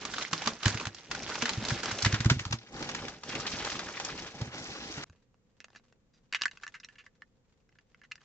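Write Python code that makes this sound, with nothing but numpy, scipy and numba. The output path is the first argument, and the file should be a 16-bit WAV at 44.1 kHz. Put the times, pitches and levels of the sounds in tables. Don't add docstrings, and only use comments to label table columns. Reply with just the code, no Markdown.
import sys
import numpy as np
from scipy import signal
from scipy.fft import rfft, irfft, next_fast_len
from scipy.io import wavfile
from scipy.ndimage import uniform_filter1d
from numba import njit

SR = 44100
rng = np.random.default_rng(int(sys.argv[2]) if len(sys.argv) > 2 else 0)


def gain_from_db(level_db):
    decades = np.asarray(level_db, float) / 20
    return 10 ** decades


def master(y):
    cut = np.clip(np.atleast_2d(y).T, -1, 1)
    pcm = np.round(cut * 32767)
    wavfile.write(sys.argv[1], SR, pcm.astype(np.int16))


N = 363384

EDIT_S = 5.042
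OPPOSED = np.array([[1], [-1]])


def colour(x, points):
    hz, db = np.transpose(points)
    n = next_fast_len(N)
    f = np.arange(n // 2 + 1) * SR / n + 1
    gain = gain_from_db(np.interp(np.log(f), np.log(hz), db))
    y = irfft(rfft(x, n) * gain, n)[..., :N]
    return y / np.sqrt(np.mean(y ** 2))


def band(x, order, hz, kind):
    return signal.sosfilt(signal.butter(order, hz, kind, fs=SR, output="sos"), x)


def curve(table):
    s, *columns = np.transpose(table)
    return [np.interp(np.arange(N) / SR, s, column) for column in columns]


def sides(pan_db):
    return gain_from_db(np.array([pan_db, -pan_db]) / 2)


def add(out, s, sound, pan_db=0., lag=0):
    sound = sound * sides(pan_db)[:, None]
    starts = int(s * SR), int(s * SR + lag)
    for row, part, i in zip(out, sound, starts):
        row[i:i + len(part)] += part[:N - i]


def at_level(sound, db):
    loudest = uniform_filter1d(sound ** 2, size=176).max()
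    return sound * gain_from_db(db) / np.sqrt(2 * loudest)


def burst(t, length, rise):
    return (1 - np.exp(-t / rise)) * np.exp(-(t / max(length, .0003)) ** 1.7)


def uneven(a, b, size):
    chatter_db = 3.5
    return a * gain_from_db(chatter_db * uniform_filter1d(b, size=size) * np.sqrt(size))


@njit
def grains(start, hz, t60, size, lag, n, sr):
    out = np.zeros((2, n + 4200))
    for g in range(len(start)):
        p = np.exp(2j * np.pi * hz[g] / sr - np.log(1000) / (t60[g] * sr))
        z = size[g] + 0j
        for i in range(min(int(t60[g] * sr), 4000)):
            z *= p
            out[0, start[g] + 50 + i] += z.imag
            out[1, start[g] + 50 + lag[g] + i] += z.imag
    return out[:, 50:n + 50]


def crackle(count, cycles, spread_db, lag, centre, low_hz, high_hz):
    when, pitch, big, sign, where = rng.random((count, 5)).T
    start = (when * N).astype(np.int64)
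    hz = low_hz + (high_hz - low_hz) * pitch
    size = gain_from_db(-spread_db * np.log(1 - big)) * np.sign(sign - .5) * np.sqrt(hz)
    lags = np.round(centre[start] + lag * (2 * where - 1)).astype(np.int64)
    return grains(start, hz, cycles / hz, size, lags, N, 1. * SR)


def flutter(rate, depth_db):
    k = SR / rate
    kicks = rng.random(N) * (rng.random(N) < 1 / k)
    walk = signal.lfilter([1], [1, -np.exp(-2 / k)], kicks)
    gain = gain_from_db(depth_db * np.tanh(walk / walk.std() / 2))
    return gain / np.sqrt(np.mean(gain ** 2))


# start_s, end_s, crackle_start_db, crackle_end_db, rumble_db
PAPER_SURGES = [(0, 0.221, -45.5, -40.5, -51.5), (.33, 0.535, -39.5, -46.5, -50.5),
                (0.651, 0.835, -36, -47, -47.5), (1.123, 1.53, -43.5, -37.5, -46),
                (1.609, 1.757, -39.5, -39, -43.5), (1.84, 2.203, -37, -43.5, -45),
                (2.301, 2.42, -45.5, -47.5, -57), (2.753, 3.084, -46.5, -43, -44),
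                (3.283, 3.655, -41, -37.5, -44), (3.701, 4.259, -39.5, -43.5, -48.5),
                (4.355, 4.459, -48.5, -48.5, -47.5), (4.537, 5.05, -45.5, -44, -49)]


def surges():
    rise_db_per_s, fall_db_per_s = 311, 115
    rest_db = -57
    t = np.arange(N) / SR
    crackle_db, rumble_db = np.full(N, 1. * rest_db), np.full(N, rest_db - 2.0)
    for start, end, first_db, last_db, table_db in PAPER_SURGES:
        away_db = rise_db_per_s * np.maximum(start - t, 0) + fall_db_per_s * np.maximum(t - end, 0)
        surge_db = np.interp(t, [start, end], [first_db, last_db])
        crackle_db = np.maximum(crackle_db, surge_db - away_db)
        rumble_db = np.maximum(rumble_db, table_db - away_db)
    return crackle_db, rumble_db


# pitch_hz, level_db (per Hz)
SHEET_COLOUR = [(180, -28), (300, -3.5), (668, -5.5), (849, -6), (1470, -1.5), (2000, -3), (5900, -6),
                (7090, -12.5), (8630, -11.5), (11200, -58.5), (19000, -120)]
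# pitch_hz, level_db (per Hz)
TABLE_COLOUR = [(15, -27), (35, -2.5), (230, 6), (429, -1), (541, 0.5), (616, -7), (800, 0), (1040, -16.5),
                (1760, -120)]
# start_s, left_minus_right_db, right_lag_samples, brightness_db, smooth_slide_share (0-1)
PAPER_PLACE = [(0, -2.5, -0.5, 4, 0.13), (.7, -2.5, -1, 5, .2), (1.2, -1, -1, 2.5, 0.1),
               (1.9, -1.4, 0, 4.5, 0.5), (2.45, -0.3, 5.1, 5, 0.3), (2.75, 0.5, 6.5, 3, 0.4),
               (3.2, -.5, 2.62, 2, 0.3), (4.2, 0.2, 3, 1.5, 0.37), (4.55, -0.5, 6.5, 6.5, 0.9),
               (5.04, 0.5, 6, 4.5, 0.66)]


def paper():
    crackle_db, rumble_db = surges()
    pan_db, lag, bright_db, slide = curve(PAPER_PLACE)
    slide = np.clip(slide, 0, 1)
    grit = crackle(count=30000, cycles=13.0, spread_db=2.5, lag=4.2, centre=lag, low_hz=200, high_hz=9700)
    hush = crackle(count=90000, cycles=3., spread_db=2.0, lag=2.9, centre=lag, low_hz=200, high_hz=9650)
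    flurries = colour(grit, SHEET_COLOUR) * flutter(61, 8.5)
    rest = flurries * np.sqrt(1 - slide) + colour(hush, SHEET_COLOUR) * np.sqrt(slide)
    sheet = 0
    for split_hz, share in ((900, 0.17), (2000, 0.35), (3500, 0.22), (5500, 0.3)):
        low = signal.sosfiltfilt(signal.butter(2, split_hz, fs=SR, output="sos"), rest)
        sheet = sheet + low * flutter(50, 11.0) * gain_from_db(share * bright_db)
        rest = rest - low
    sheet = sheet + rest * flutter(67, 8.8) * gain_from_db(bright_db)
    drag = colour(rng.standard_normal((2, N)), TABLE_COLOUR)
    mid, side = drag * flutter(30, 9.) * gain_from_db(rumble_db)
    rumble = mid + .12 * side * OPPOSED
    return gain_from_db(crackle_db) * sheet * sides(pan_db) + rumble


# pitch_hz, level_db (per Hz)
ROOM_TONE = [(15, -29), (25, -3), (81, -8), (122, -3.5), (145, -5), (248, -8), (332, -16.5), (527, -11.5),
             (567, -22), (4850, -39), (8500, -35.5), (11000, -58), (18700, -120)]


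def hum():
    mid, side = colour(rng.standard_normal((2, N)), ROOM_TONE)
    side = 0.35 * side + band(side, 1, 1800, "high")
    return gain_from_db(-71) * (mid + side * OPPOSED)


# start_s, level_db, ringing_hz
CREASES = [(0.05, -27, 1220), (0.137, -28.5, 1550), (0.181, -24.5, 1240), (0.33, -20.5, 1170),
           (0.419, -29, 867), (0.458, -28, 1580), (0.472, -18.5, 1190), (0.63, -27, 2810),
           (0.655, -17, 1840), (0.678, -22, 1540), (0.744, -30, 1460), (0.771, -29.5, 2650),
           (0.797, -30, 2550), (0.852, -28, 1550), (0.868, -28, 1650), (0.945, -38, 4300),
           (0.983, -43, 2970), (1.112, -25, 1420), (1.147, -27.5, 1550), (1.352, -28, 1130),
           (1.421, -21, 1560), (1.454, -21.5, 1660), (1.491, -22, 883), (1.649, -27, 3970),
           (1.683, -24.5, 3950), (1.703, -24, 1630), (1.831, -27, 1400), (1.855, -25.5, 1410),
           (1.911, -26, 1420), (1.986, -28, 2660), (2.022, -21.5, 4890), (2.047, -16.5, 1710),
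           (2.059, -17.5, 1810), (2.123, -24, 1710), (2.142, -22, 1750), (2.203, -24.5, 1770),
           (2.245, -26.5, 1890), (2.257, -26, 1380), (2.298, -14.5, 1490), (2.392, -27, 2270),
           (2.451, -30, 1250), (2.507, -35, 770), (2.524, -22, 1250), (2.824, -30.5, 1450),
           (2.889, -30, 1640), (2.947, -26.5, 1640), (3.081, -32, 1330), (3.233, -34, 1330),
           (3.465, -27.5, 3890), (3.646, -27.5, 786), (3.791, -27.5, 1450), (3.998, -27, 818),
           (4.047, -26.5, 5580), (4.412, -34, 877)]


def snaps():
    length_s, rise_s = 0.005, 0.0023
    out, t = np.zeros((2, N)), np.arange(4000) / SR
    noise = rng.standard_normal((len(CREASES), 3, len(t)))
    pan_db, lag = curve(PAPER_PLACE)[:2]
    shape = burst(t, length_s, rise_s) + 0.11 * burst(t, 5.4 * length_s, .003)
    for (s, db, hz), (a, b, c) in zip(CREASES, noise):
        spread = band(c, 1, 2500, "high")
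        volley = uneven(a + 0.66 * spread * OPPOSED, b, size=30) * shape
        broad = band(volley, 2, [700, 6000], "band")
        ring = signal.lfilter(*signal.iirpeak(hz, 4., fs=SR), volley)
        i = int(s * SR)
        add(out, s, at_level(broad + 2.3 * ring, db), pan_db[i], 1.3 * lag[i])
    return out


# start_s, peak_db, pitch_hz
TABLE_BLOWS = [(0.323, -29.5, 163.7), (0.463, -26.5, 224), (0.653, -14, 102.2), (0.739, -26.5, 109),
               (0.861, -29.5, 103), (1.42, -25, 237), (1.569, -23.5, 108.4), (1.711, -21.5, 117.7),
               (1.915, -32, 104), (2.024, -29, 99.6), (2.054, -16, 104), (2.125, -17, 107),
               (2.195, -22, 114), (2.251, -11, 110), (2.305, -13, 127), (2.356, -25, 104),
               (2.397, -33.5, 101), (2.452, -29, 92), (2.5, -27, 105), (2.527, -24, 115.6),
               (4.409, -23, 114.7), (4.466, -34, 121), (4.969, -33, 146.4), (5.089, -47, 81)]


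def thumps():
    swing_cycles = 1.3
    out, t = np.zeros((2, N)), np.arange(9000) / SR
    for s, db, hz in TABLE_BLOWS:
        swing = np.exp(-(t * hz / swing_cycles) ** 2)
        fade = (swing + .3 * np.exp(-t / 0.028)) * (1 - np.exp(-t / 0.0045))
        turn = 2 * np.pi * hz * t
        modes = np.sin(turn) + 0.31 * np.sin(1.95 * turn + 0.23)
        modes = modes + 0.31 * np.sin(0.66 * turn) + 0.14 * np.sin(2.9 * turn)
        ring = fade * modes
        add(out, s + .005, ring * gain_from_db(db) / np.abs(ring).max(), -.9)
    return band(out, 2, 55, "high")


# pitch_hz, level_db, t60_s (time to fall 60 dB)
SHELL_MODES = [(1350, -39, .008), (1740, 3, 0.02), (2030, 8, 0.0074), (2570, -4.5, 0.0091),
               (2698, 8.5, 0.0072), (2980, -9, 0.0082), (3896, 2, 0.008), (4200, -5, 0.008),
               (4800, 2, 0.008), (5690, -0.5, 0.007), (6300, -11, .006)]


def shell(x, gains_db, grip):
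    y = 0
    for (hz, db, t60), more_db, shift in zip(SHELL_MODES, gains_db, grip):
        r = np.exp(-np.log(1000) / (max(t60, .003) * SR))
        w = 2 * np.pi * hz * shift / SR
        y = y + gain_from_db(db + more_db) * signal.lfilter([np.sin(w)], [1, -2 * r * np.cos(w), r * r], x)
    return y


# start_s, rattle_db
FINGERS = [(5.05, -70.5), (5.25, -80.5), (5.36, -103), (5.52, -77.5), (5.8, -74), (6.02, -85), (6.15, -78),
           (6.28, -83.5), (6.5, -65.5), (6.92, -68.5), (7.1, -74.5), (7.36, -84), (7.75, -79),
           (8.24, -74.5)]


def fiddle():
    ticks = crackle(count=20000, cycles=0.67, spread_db=2.0, lag=4.4, centre=np.zeros(N),
                    low_hz=900, high_hz=8000)
    rattle = shell(ticks, np.zeros(len(SHELL_MODES)), np.ones(len(SHELL_MODES)))
    rattle = 0.075 * rattle / rattle.std() + ticks / ticks.std()
    after_edit = np.arange(N) > EDIT_S * SR
    return after_edit * gain_from_db(curve(FINGERS)[0]) * rattle * flutter(37, 19.0)


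def contact(hz, length, noise, rise, edge):
    a, b, c = noise
    chatter = uneven(a, b, size=20) * burst(np.arange(len(a)) / SR, length, rise)
    octaves = np.abs(np.log2(np.array(SHELL_MODES)[:, 0] / hz))
    near_db = -np.minimum(13 * octaves, 14) + 3 * c[:len(SHELL_MODES)]
    grip = 1 + 0.03 * c[-len(SHELL_MODES):]
    crack = band(chatter, 1, 5500, "low")
    sound = shell(chatter, near_db, grip) + edge * crack
    return chatter, band(sound, 4, 1250, "high")


# start_s, level_db, loudest_region_hz, contact_length_s
KNOCKS = [(5.0977, -51.5, 1010, 0.0015), (5.129, -63, 2180, 0.0037), (5.15, -69, 2690, 0.002),
          (5.343, -64.5, 2305, 0.0015), (5.6033, -40, 1270, 0.0011), (5.6426, -41.5, 1480, 0.0033),
          (5.683, -55, 2350, 0.0019), (5.702, -58, 5000, 0.0031), (5.731, -59, 2640, 0.006),
          (5.749, -50.5, 2030, 0.0037), (5.758, -44.5, 2100, 0.0066), (5.797, -63, 2010, 0.0012),
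          (5.924, -58.5, 1980, 0.0032), (6.325, -29, 2980, 0.0058), (6.335, -26, 2030, 0.0032),
          (6.347, -19, 2480, 0.002), (6.4115, -31.5, 3060, 0.0073), (6.4188, -19, 2800, 0.0015),
          (6.4346, -26.5, 2660, 0.0032), (6.455, -18.5, 1700, 0.0029), (6.4804, -34.5, 1770, 0.0015),
          (6.512, -42.5, 2860, 0.007), (6.572, -43, 1640, 0.0032), (6.599, -56.5, 1480, 0.0025),
          (6.633, -34.5, 1700, 0.0076), (6.666, -33.5, 1610, 0.0013), (6.678, -35.5, 1720, 0.002),
          (6.799, -46.5, 6020, 0.0056), (6.835, -60, 1550, 0.0034), (6.846, -37.5, 4660, 0.0037),
          (6.887, -45, 1990, 0.0025), (6.955, -53.5, 1840, 0.0054), (7.039, -60, 1870, 0.003),
          (7.063, -46, 1740, 0.0041), (7.22, -40.5, 1720, 0.0015), (7.6904, -63, 1770, 0.0039),
          (7.725, -62, 2010, 0.0022), (7.754, -62, 1760, 0.003), (7.7863, -52, 1640, 0.0038),
          (7.945, -49.5, 1690, 0.003), (8.0156, -48.5, 1620, 0.0017), (8.034, -53, 1900, 0.015),
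          (8.0494, -51, 1900, 0.0028), (8.1134, -38.5, 2540, 0.002), (8.117, -32, 2760, 0.0033),
          (8.1555, -44, 5500, 0.003), (8.178, -56, 1650, 0.0052), (8.206, -61.5, 1400, 0.0034),
          (8.2147, -56.5, 1790, 0.0034)]


def clacks():
    out, noise = np.zeros((2, N)), rng.standard_normal((len(KNOCKS), 3, 2600))
    for (s, db, hz, length), chance in zip(KNOCKS, noise):
        dry_crack = 7.7 if s < 6.7 else 0.96
        chatter, knock = contact(hz, length, chance, rise=0.000067, edge=dry_crack)
        pat = band(chatter, 2, [180, 700], "band")
        pat_db = 0.29 * db + (-44 if s < 6.47 else -60)
        add(out, s, at_level(knock, db) + at_level(pat, pat_db), -.8)
    return out


# start_s, level_db, loudest_region_hz, length_s
SLIDES = [(5.178, -77, 1215, 0.021), (5.604, -56.5, 2490, 0.018), (5.763, -55.5, 3850, 0.018),
          (6.134, -65.5, 5200, 0.045), (6.349, -28.5, 2460, 0.012), (6.384, -47, 2000, 0.028),
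          (6.74, -40, 1830, 0.025), (6.831, -46.5, 2490, 0.019), (6.884, -60, 1600, 0.055),
          (6.982, -48, 2550, 0.029), (7.063, -58, 1740, 0.017), (8.116, -44.5, 1670, 0.0097)]


def scrapes():
    out, noise = np.zeros((2, N)), rng.standard_normal((len(SLIDES), 3, 7000))
    for (s, db, hz, length), chance in zip(SLIDES, noise):
        _, drag = contact(hz, length, chance, rise=0.00099, edge=3.3)
        add(out, s, at_level(drag, db), -.5)
    return out


def room(x, t60, wet_db):
    t = np.arange(int(.3 * SR)) / SR
    fade = np.exp(-np.log(1000) * t / t60) * np.minimum(t / 0.008, 1)
    tail = band(rng.standard_normal((2, len(t))) * fade, 1, 500, "high")
    tail = tail / np.sqrt(np.sum(tail ** 2, axis=1, keepdims=True))
    return x + gain_from_db(wet_db) * signal.fftconvolve(x, tail, axes=1)[:, :N]


def scene():
    table = thumps()
    unpacking = room(paper() + snaps() + table, 0.081, -11)
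    cut = np.where(np.arange(N) < EDIT_S * SR, unpacking, table)
    toy = room(clacks() + scrapes() + fiddle(), 0.049, -9.0)
    return cut + toy + hum()


def low_pass(x):
    return signal.sosfilt(signal.butter(12, 8780, fs=SR, output="sos"), x)


def record(dry):
    mix = band(dry, 14, 7440, "low")
    return low_pass(mix)


dry = scene()
out = record(dry)
master(out)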